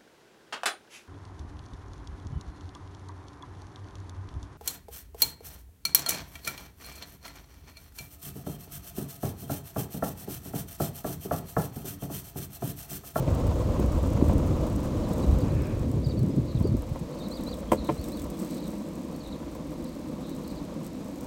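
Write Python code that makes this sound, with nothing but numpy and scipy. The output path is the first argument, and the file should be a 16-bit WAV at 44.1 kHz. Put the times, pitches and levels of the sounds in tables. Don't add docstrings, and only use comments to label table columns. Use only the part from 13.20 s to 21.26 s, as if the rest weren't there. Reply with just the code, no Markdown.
import sys
import numpy as np
from scipy import signal
from scipy.fft import rfft, irfft
from scipy.io import wavfile

SR = 44100
rng = np.random.default_rng(int(sys.argv[2]) if len(sys.argv) > 2 else 0)


def inscribe(sig):
    pcm = np.round(np.clip(np.atleast_2d(sig).T, -1, 1) * 32767)
    wavfile.write(sys.argv[1], SR, pcm.astype(np.int16))


N = 355534


def from_db(db):
    return 10 ** (np.asarray(db) / 20)


def rms_one(x):
    return x / np.sqrt(np.mean(x ** 2) + 1e-20)


def in_time(rows):
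    s, *columns = np.transpose(rows)
    return [np.interp(np.arange(N) / SR, s, column) for column in columns]


def drift(rate_hz):
    hz = np.arange(N // 2 + 1) * SR / N
    spectrum = rfft(rng.standard_normal(N)) / (1 + (hz / rate_hz) ** 2)
    return rms_one(irfft(spectrum, N))


def noise(colour):
    hz, level_db = np.transpose(colour)
    bins = np.arange(1, N // 2 + 2) * SR / N
    weight = from_db(np.interp(np.log(bins), np.log(hz), level_db))
    return rms_one(irfft(rfft(rng.standard_normal(N)) * weight, N))


def resonate(x, hz, width):
    r = np.exp(-np.pi * width / SR)
    feedback = [1, -2 * r * np.cos(2 * np.pi * hz / SR), r * r]
    return signal.lfilter(np.array([1, 0, -1]) * (1 - r * r) / 2, feedback, x + 1e-18)


def ring(clicks, hz, t60):
    r, w = np.exp(-np.log(1000) / (t60 * SR)), 2 * np.pi * hz / SR
    return signal.lfilter([0, np.sin(w)], [1, -2 * r * np.cos(w), r * r], clicks + 1e-18)


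def clicks_at(times, sizes):
    return np.bincount((np.asarray(times) * SR).astype(int), sizes, N)[:N]


def grains(per_s, spread_db):
    height_db = spread_db * np.minimum(rng.exponential(1, N), 4)
    sizes = from_db(height_db) * rng.choice([-1, 1], N)
    return rms_one(sizes * (rng.random(N) < per_s / SR))


def scatter(x, decay_s):
    age = np.arange(SR // 4) / SR
    cluster = rng.standard_normal(len(age)) * np.exp(-age / decay_s)
    return signal.fftconvolve(x, cluster / np.linalg.norm(cluster))[:N]


def swell(middle_s, length_s):
    return np.cos(np.pi * np.clip((np.arange(N) / SR - middle_s) / length_s, -.5, .5)) ** 2


def swells(rows):
    return sum(from_db(db) * swell(s, length) for s, length, db in rows)


# (time [s], relative deck rumble [dB], relative low bending of the deck [dB])
RIDE_LEVELS = [(0, -36, -52), (1.1, -36, -34), (1.7, -37, -37.5), (2.1, -35.5, -34.5), (2.4, -40.5, -43),
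               (2.65, -43.5, -39.5), (2.9, -46, -43), (3.5, -46, -48.5), (4.1, -43, -40.5),
               (4.6, -43.5, -41.5), (5.3, -44.5, -38), (6.1, -45.5, -43), (6.7, -45.5, -41),
               (8.06, -45, -41.5)]


def ride():
    return in_time(RIDE_LEVELS)


def drum(modes):
    drumming = np.zeros(N)
    for hz, width, db in modes:
        stones = grains(per_s=1800, spread_db=2.0)
        drumming += from_db(db) * rms_one(resonate(resonate(stones, hz, width), hz, width))
    return drumming


# (frequency [Hz], width of each filter pass [Hz], relative level [dB])
DECK_MODES = [(494, 100, -5.5), (585, 140, -8), (746, 88, -20), (934, 423, -12), (1115, 300, -20)]
# (frequency [Hz], width of each filter pass [Hz], relative level [dB])
LOW_BENDING_MODES = [(159, 40, -7), (202.4, 90, -2), (277, 92, -3), (325.3, 47, -10)]
# (frequency [Hz], relative density [dB per Hz])
TREAD_SPECTRUM = [(700, -26), (1250, -2.5), (1800, -8), (3000, -5), (4500, -10.5), (7000, -8),
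                  (10000, -20.5)]
TREAD_DB = -20.5


def rolling(deck_db, bending_db):
    patches = from_db(2.5 + 1.4 * drift(30))
    upper = drum(DECK_MODES) + from_db(TREAD_DB) * noise(TREAD_SPECTRUM)
    bending = from_db(bending_db) * drum(LOW_BENDING_MODES)
    return patches * (bending + from_db(deck_db) * upper)


# (middle [s], length [s], relative level [dB])
SAND_PATCHES = [(1.09, 0.095, -53), (1.98, 0.4, -61), (3.44, 0.23, -80), (4.22, 0.62, -62),
                (4.72, 0.21, -53), (4.87, .22, -53.5), (5.01, 0.15, -54), (5.22, 0.27, -52.5),
                (5.34, 0.19, -54), (5.5, 0.42, -57.5), (7.25, 0.52, -65), (7.65, 0.076, -58),
                (8.03, 1, -65)]


def loose_sand():
    return swells(SAND_PATCHES)


# (frequency [Hz], relative density [dB per Hz])
HISS_SPECTRUM = [(600, -14), (1300, 1.5), (1700, 8.5), (2300, 10), (3000, 5.5), (4000, 9), (5000, 5),
                 (6500, 3.5), (9000, -2), (10450, -5), (11300, -3), (14500, -11), (16000, -20)]
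HISS_DB, HISS_FOLLOWS, SAND_HISS_DB = -58, 0.21, -4.5


def hiss(effort_db, sand):
    clean_path = from_db(HISS_DB + HISS_FOLLOWS * effort_db)
    return np.hypot(clean_path, from_db(SAND_HISS_DB) * sand) * noise(HISS_SPECTRUM)


# (frequency [Hz], width before damping [Hz], relative level [dB])
GRAIN_MODES = [(5960, 1900, 0), (7980, 570, 4.5), (8900, 1160, -3), (11440, 700, -5), (12940, 620, 1),
               (14200, 690, -1.5), (15800, 800, -3.5)]


def grain_ring(clicks, damping=1):
    bright = sum(from_db(db) * resonate(clicks, hz, width * damping) for hz, width, db in GRAIN_MODES)
    return signal.sosfilt(signal.butter(4, 5600, "high", fs=SR, output="sos"), bright)


# (time [s], relative strength [dB])
GRAIN_SNAPS = [(0.269, -16.5), (1.134, -20), (1.468, -19), (1.6317, -21), (2.42, -19.5), (2.993, -20.5),
               (3.032, -23), (3.16, -28), (3.389, -25), (3.4, -24), (3.426, -22), (3.473, -23),
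               (3.568, -20.5), (4.085, -19), (4.21, -21), (4.2368, -17), (4.274, -23), (4.342, -17),
               (4.37, -25), (4.6474, -18), (4.8135, -22), (4.842, -13.5), (4.8855, -16), (4.92, -17.5),
               (4.9716, -18.5), (5.019, -16), (5.043, -17), (5.1014, -16), (5.191, -18.5), (5.48, -18),
               (5.9626, -21), (6.351, -21), (7.0953, -19.5), (7.15, -24), (7.277, -19.5), (7.634, -26),
               (7.666, -16.5), (8.0092, -18.5)]
GRIT_DB, GRIT_FOLLOWS = -64.5, 0.43
SAND_CLUMP_DB = -7


def grit(effort_db, sand_gain, bed_db=-5, fine_db=-2, crumble_db=-4):
    blows = np.abs(grains(per_s=120, spread_db=2.8))
    crush = signal.lfilter([1], [1, -np.exp(-1 / (.003 * SR))], blows)
    clumps = rms_one(grain_ring(grains(per_s=2500, spread_db=4.0) * crush, damping=1.3))
    dust = rms_one(grain_ring(grains(per_s=2800, spread_db=1.5), damping=2.7))
    fine = rms_one(grain_ring(grains(per_s=2700, spread_db=6.5)))
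    sand = from_db(fine_db) * fine + from_db(SAND_CLUMP_DB) * clumps
    s, snap_db = np.transpose(GRAIN_SNAPS)
    snaps = clicks_at(s, from_db(snap_db - 3.0))
    crumbs = from_db(crumble_db) * scatter(snaps, decay_s=0.0061)
    knock_s, knock_db, edge_db, _ = wheel_strikes()
    edges = scatter(clicks_at(knock_s, from_db(knock_db + edge_db - 3.0)), decay_s=0.012)
    road_gain = from_db(GRIT_DB + GRIT_FOLLOWS * effort_db)
    crackle = road_gain * (clumps + from_db(bed_db) * dust) + sand_gain * sand
    return crackle + grain_ring(snaps + crumbs + edges, damping=0.97)


# (time [s], deep rumble [dB], flutter [dB])
AIR_STREAM = [(0, -27, -26), (1.3, -28, -30.5), (1.9, -33, -29.5), (2.5, -32.5, -27.5), (3.0, -45, -27),
              (3.3, -40, -30), (3.55, -28, -26.5), (3.7, -38.5, -45), (3.9, -48.5, -50), (4.4, -39, -77),
              (5.3, -51.5, -55), (6.1, -44.5, -66), (8.06, -52, -46.5)]
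# (middle [s], length [s], level [dB])
GUST_SWELLS = [(1.1, 0.39, -42), (2.12, 0.17, -21.5), (5.02, 0.3, -39.5)]
# (frequency [Hz], relative density [dB per Hz])
RUMBLE_SPECTRUM = [(15, -40), (28, 4), (42, -0.5), (60, 5), (80, 1.5), (110, -5.5), (200, -79), (500, -56),
                   (1200, -81)]
# (frequency [Hz], relative density [dB per Hz])
FLUTTER_SPECTRUM = [(30, -54), (55, 0), (82, 1), (125, 2), (190, -7), (290, -7), (420, -15), (600, -21.5),
                    (900, -50), (2000, -79)]
# (middle [s], length [s], mean pitch before swirl [Hz], glide [octaves], peak level [dB])
EDDIES = [(.951, 0.023, 101, 0, -13.5), (1.026, 0.009, 213, -0.62, -9), (1.045, 0.071, 69, -0.013, -17.5),
          (1.083, 0.024, 83, 0.048, -14.5), (1.156, 0.025, 84, -0.074, -16), (2.773, 0.023, 166, 0.31, -18),
          (2.869, 0.028, 115, -0.029, -16.5), (3.02, 0.047, 112, 0.18, -17), (3.042, .05, 184, 0.53, -18.5),
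          (3.086, .05, 218, 0.041, -24), (3.136, 0.037, 114, 0.21, -21), (3.18, .04, 181.5, -0.47, -16.5),
          (3.198, .03, 123, -0.19, -18.5), (3.356, 0.027, 130, -0.4, -18), (3.412, .018, 139, -0.43, -13),
          (3.453, .03, 284, -0.16, -21), (3.522, 0.028, 127, 0.12, -19.5), (3.542, 0.06, 66, 0, -24),
          (3.549, 0.021, 258, 0.31, -18.5), (3.719, 0.017, 141, 0.24, -18), (3.819, .04, 182.4, -0.12, -26),
          (4.605, 0.064, 61, 0.12, -28), (4.728, 0.068, 157, -0.25, -28.5), (4.795, 0.055, 73, 0.075, -25)]
GUST_FLUTTER_DB = -21


def wind():
    rumble_db, flutter_db = in_time(AIR_STREAM)
    gusts = swells(GUST_SWELLS)
    rumble = np.hypot(from_db(rumble_db), gusts) * noise(RUMBLE_SPECTRUM)
    unsteady = rms_one(noise(FLUTTER_SPECTRUM) * from_db(2.0 * drift(21)))
    flutter = np.hypot(from_db(flutter_db), from_db(GUST_FLUTTER_DB) * gusts) * unsteady
    buffets, swirl = np.zeros(N), drift(115)
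    for s, length, hz, glide, db in EDDIES:
        at = int((s - length / 2) * SR) + np.arange(int(length * SR))
        octaves = glide * np.linspace(-.5, .5, len(at)) + 0.36 * swirl[at]
        turns = np.cumsum(hz * 2 ** octaves) / SR + rng.random()
        buffets[at] += from_db(db) * np.hanning(len(at)) * np.sin(2 * np.pi * turns)
    return rumble + flutter + buffets


# (time [s], relative strength [dB], sharp edge [dB], low thump [dB],
# lag of its other wheel [s], that wheel against the first [dB])
AXLE_KNOCKS = [(0.077, -21.5, -9, 2, 0.0075, -5), (.443, -37, -25, 0, 0.0089, -12),
               (.594, -24.5, -27, 15.5, 0.0078, -14), (.971, -24, -25, -4, 0.0091, -18),
               (1.011, -18, -28, 1.5, .006, -23), (1.095, -20, -12, -9, .006, -12),
               (1.217, -32, -20, -9, 0.014, -1), (2.77, -38, -25, 16, .008, -5),
               (3.068, -35, -28, 0, .008, -10), (3.405, -27.5, -20, 0, .008, -16),
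               (3.637, -36, -25, -7, .008, -12), (3.757, -26, -25, 4, 0.0075, -4),
               (4.5183, -4, 0.5, 1, .012, -6.5), (4.6894, -10.5, -15, 3, 0.0067, -3.5),
               (5.531, -31, -25, 2, 0.01, -2), (6.228, -32, -28, -1, 0.011, -4),
               (6.351, -30.5, -15, -2, 0.0095, -4)]


def wheel_strikes():
    s, db, edge_db, thump_db, lag, other_db = np.transpose(AXLE_KNOCKS)
    return np.r_[s, s + lag], np.r_[db, db + other_db], np.tile(edge_db, 2), np.tile(thump_db, 2)


# (frequency [Hz], relative level [dB], decay time T60 [s])
BOARD_MODES = [(138, -13, 0.16), (212, -9, 0.35), (342, -0.5, 0.05), (438, -9.5, 0.15), (522, -2.5, 0.1),
               (603, -5, 0.095), (712, -6.5, 0.1), (902, -8.5, 0.06), (1013, -0.5, 0.029),
               (1225, -5.5, 0.011), (1964, -29.5, 0.017), (2190, -23, 0.025), (2550, -25, 0.0027),
               (3130, -16.5, 0.015)]
# (frequency [Hz], width of each filter pass [Hz], relative level [dB])
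TRUCK_MODES = [(318, 220, 22.5), (540, 410, 9), (938, 680, 14.5), (2030, 1100, 8)]
RATTLE_S, THUMP_BELOW_HZ = 0.011, 400


def knocks(uneven_db=2, board_db=-11.0):
    s, level_db, _, thump_db = wheel_strikes()

    def blows(hz, db):
        uneven = uneven_db * rng.standard_normal(len(s))
        return clicks_at(s, from_db(level_db + db + thump_db * (hz < THUMP_BELOW_HZ) + uneven))

    board, rattle = np.zeros(N), np.zeros(N)
    for k, (hz, db, t60) in enumerate(BOARD_MODES):
        board += ring(blows(hz, db), hz, t60) * (-1) ** k
    for hz, width, db in TRUCK_MODES:
        chatter = scatter(blows(hz, db), RATTLE_S)
        rattle += resonate(resonate(chatter, hz, width), hz, width)
    return from_db(board_db) * board + rattle


# (start [s], length [s], middle pitch [Hz], slide [Hz], relative level [dB])
CHIP_NOTES = [(1.836, 0.024, 4150, -700, -45), (1.921, 0.028, 3980, 300, -47),
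              (2.021, .011, 4550, -500, -45), (2.028, 0.015, 3950, -150, -41),
              (2.11, 0.018, 3960, 200, -47), (2.202, 0.02, 4600, -100, -44), (2.21, .015, 4000, -600, -46),
              (2.302, 0.016, 4000, 300, -46), (2.432, .016, 5200, -400, -47),
              (2.829, .011, 4640, -600, -46), (2.843, .02, 4660, -550, -38), (2.863, .01, 3850, -600, -46),
              (2.886, 0.013, 4550, 300, -42), (2.898, 0.013, 4580, -600, -37),
              (2.911, .012, 3850, -450, -44), (3.92, .02, 4280, 1000, -48), (4.002, 0.028, 3700, 0, -43),
              (4.579, 0.015, 4130, 600, -37.5), (4.985, .02, 3430, -100, -49),
              (5.938, .024, 4450, -400, -48), (6, .024, 4350, -700, -45), (6.058, .013, 3820, -550, -41.5),
              (6.122, 0.012, 3880, -650, -40), (6.645, .016, 4070, -600, -47),
              (7.242, .014, 4200, -700, -43), (7.274, .01, 4250, -500, -43), (7.286, .016, 4700, -800, -48),
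              (7.3, .015, 4220, -1000, -41)]


def chips():
    for s, length, hz, slide, db in CHIP_NOTES:
        yield s, hz + slide * np.linspace(-.5, .5, int(length * SR)), from_db(db)


# (start [s], length [s], starting pitch [Hz], top pitch [Hz], end pitch [Hz],
# relative level [dB], fade from start to end [dB])
WHISTLE_NOTES = [(2.97, 0.03, 4440, 4700, 4180, -42, 0), (3.102, .055, 5030, 5200, 5000, -53, -3),
                 (3.426, 0.06, 4500, 4750, 4370, -43, 2), (4.107, 0.083, 4080, 4840, 3400, -38, -6),
                 (4.26, .089, 3990, 4790, 3350, -36.5, -4), (4.484, 0.052, 3200, 3570, 3270, -46, 0),
                 (4.77, .088, 4070, 4620, 3480, -43, -7), (4.915, .074, 4020, 4700, 3580, -42, -7),
                 (5.128, 0.065, 3350, 3550, 3350, -53, -2)]
WHISTLE_RISE, WHISTLE_TOP, WHISTLE_TAIL = 0.097, 0.55, 0.96
WHISTLE_TOP_DB = -13


def whistles():
    for s, length, start, top, end, db, fade_db in WHISTLE_NOTES:
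        along = np.linspace(0, 1, int(length * SR))
        phase = np.interp(along, [WHISTLE_RISE, WHISTLE_TOP, WHISTLE_TAIL], [0, .5, 1])
        arch = np.sin(np.pi * phase) ** 2
        foot = np.where(along < WHISTLE_TOP, start, end)
        level_db = db + WHISTLE_TOP_DB * arch ** 10 + fade_db * (along - .5)
        yield s, foot + (top - foot) * arch, from_db(level_db)


# (start [s], length [s], time from stroke to stroke [s], mean pitch [Hz], relative level [dB])
TRILL_NOTES = [(3.277, 0.045, .0115, 4170, -45.5), (3.343, .034, .0135, 4010, -46),
               (3.976, .021, .014, 4400, -45), (4.023, .045, 0.012, 4200, -41.5),
               (4.192, .037, .015, 4150, -46), (4.57, .052, .015, 4170, -43.5),
               (4.642, .042, .012, 4040, -41), (5.232, 0.039, 0.013, 4150, -51),
               (5.303, .029, 0.0094, 4100, -46.5), (5.358, .042, .012, 3980, -45),
               (5.426, .046, 0.0127, 3900, -44.5), (6.029, 0.058, .0135, 3960, -47),
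               (6.104, 0.053, .011, 3950, -50), (6.662, 0.079, .009, 4400, -53),
               (7.026, 0.063, 0.0096, 4060, -49), (7.094, .058, 0.012, 3950, -49),
               (7.357, 0.032, .0115, 4250, -47)]
STROKE_S, STROKE_FALL_HZ, TRILL_SAG_HZ = 0.0126, 930, 202


def trills(stray_s=.0015, stray_hz=150, stray_db=0.5):
    fall = STROKE_FALL_HZ * np.linspace(-.5, .5, int(STROKE_S * SR))
    for s, length, gap, hz, db in TRILL_NOTES:
        strays = rng.standard_normal(size=(20, 3))
        for age, (late, high, loud) in zip(np.arange(0, length, gap), strays):
            middle = hz + stray_hz * high - TRILL_SAG_HZ * (age / length - .5)
            yield s + age + stray_s * late, middle - fall, from_db(db + stray_db * loud)


BIRD_ECHO_S, BIRD_ECHO_DB = 0.019, -14.5


def birds(waver_hz=40, flutter_db=1.0):
    song, waver, flutter = np.zeros(N), drift(120), drift(65)
    for s, pitch, gain in [*chips(), *whistles(), *trills()]:
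        at = int(s * SR) + np.arange(len(pitch))
        envelope = signal.windows.tukey(len(at), .3) * from_db(flutter_db * flutter[at])
        turns = np.cumsum(pitch + waver_hz * waver[at]) / SR
        song[at] += gain * envelope * np.sin(2 * np.pi * turns)
    foliage = from_db(-12) * scatter(song, decay_s=0.003) + from_db(-8) * scatter(song, decay_s=0.018)
    off_trees = from_db(BIRD_ECHO_DB) * np.r_[np.zeros(int(BIRD_ECHO_S * SR)), song][:N]
    return from_db(-7.5) * (song + foliage + off_trees)


# (frequency [Hz], relative density [dB per Hz])
SWISH_SPECTRUM = [(1000, -4), (1750, -1), (2050, -9), (2500, 0), (2900, -12), (3600, -41)]
SWISH_S, SWISH_LENGTH_S, SWISH_DB = 2.42, 0.6, -50.5


def swish():
    return from_db(SWISH_DB) * swell(SWISH_S, SWISH_LENGTH_S) * noise(SWISH_SPECTRUM)


CRUISE_DB = -46


def scene():
    deck_db, bending_db = ride()
    effort_db, sand = deck_db - CRUISE_DB, loose_sand()
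    road = rolling(deck_db, bending_db) + hiss(effort_db, sand) + grit(effort_db, sand)
    return (road + wind() + knocks() + birds() + swish())[None]


CUTOFF_HZ = 15850


def record(dry):
    lean = signal.sosfilt(signal.butter(6, 34, "high", fs=SR, output="sos"), dry)
    return signal.sosfilt(signal.ellip(12, .1, 90, CUTOFF_HZ, fs=SR, output="sos"), lean)


dry = scene()
out = record(dry)
inscribe(out)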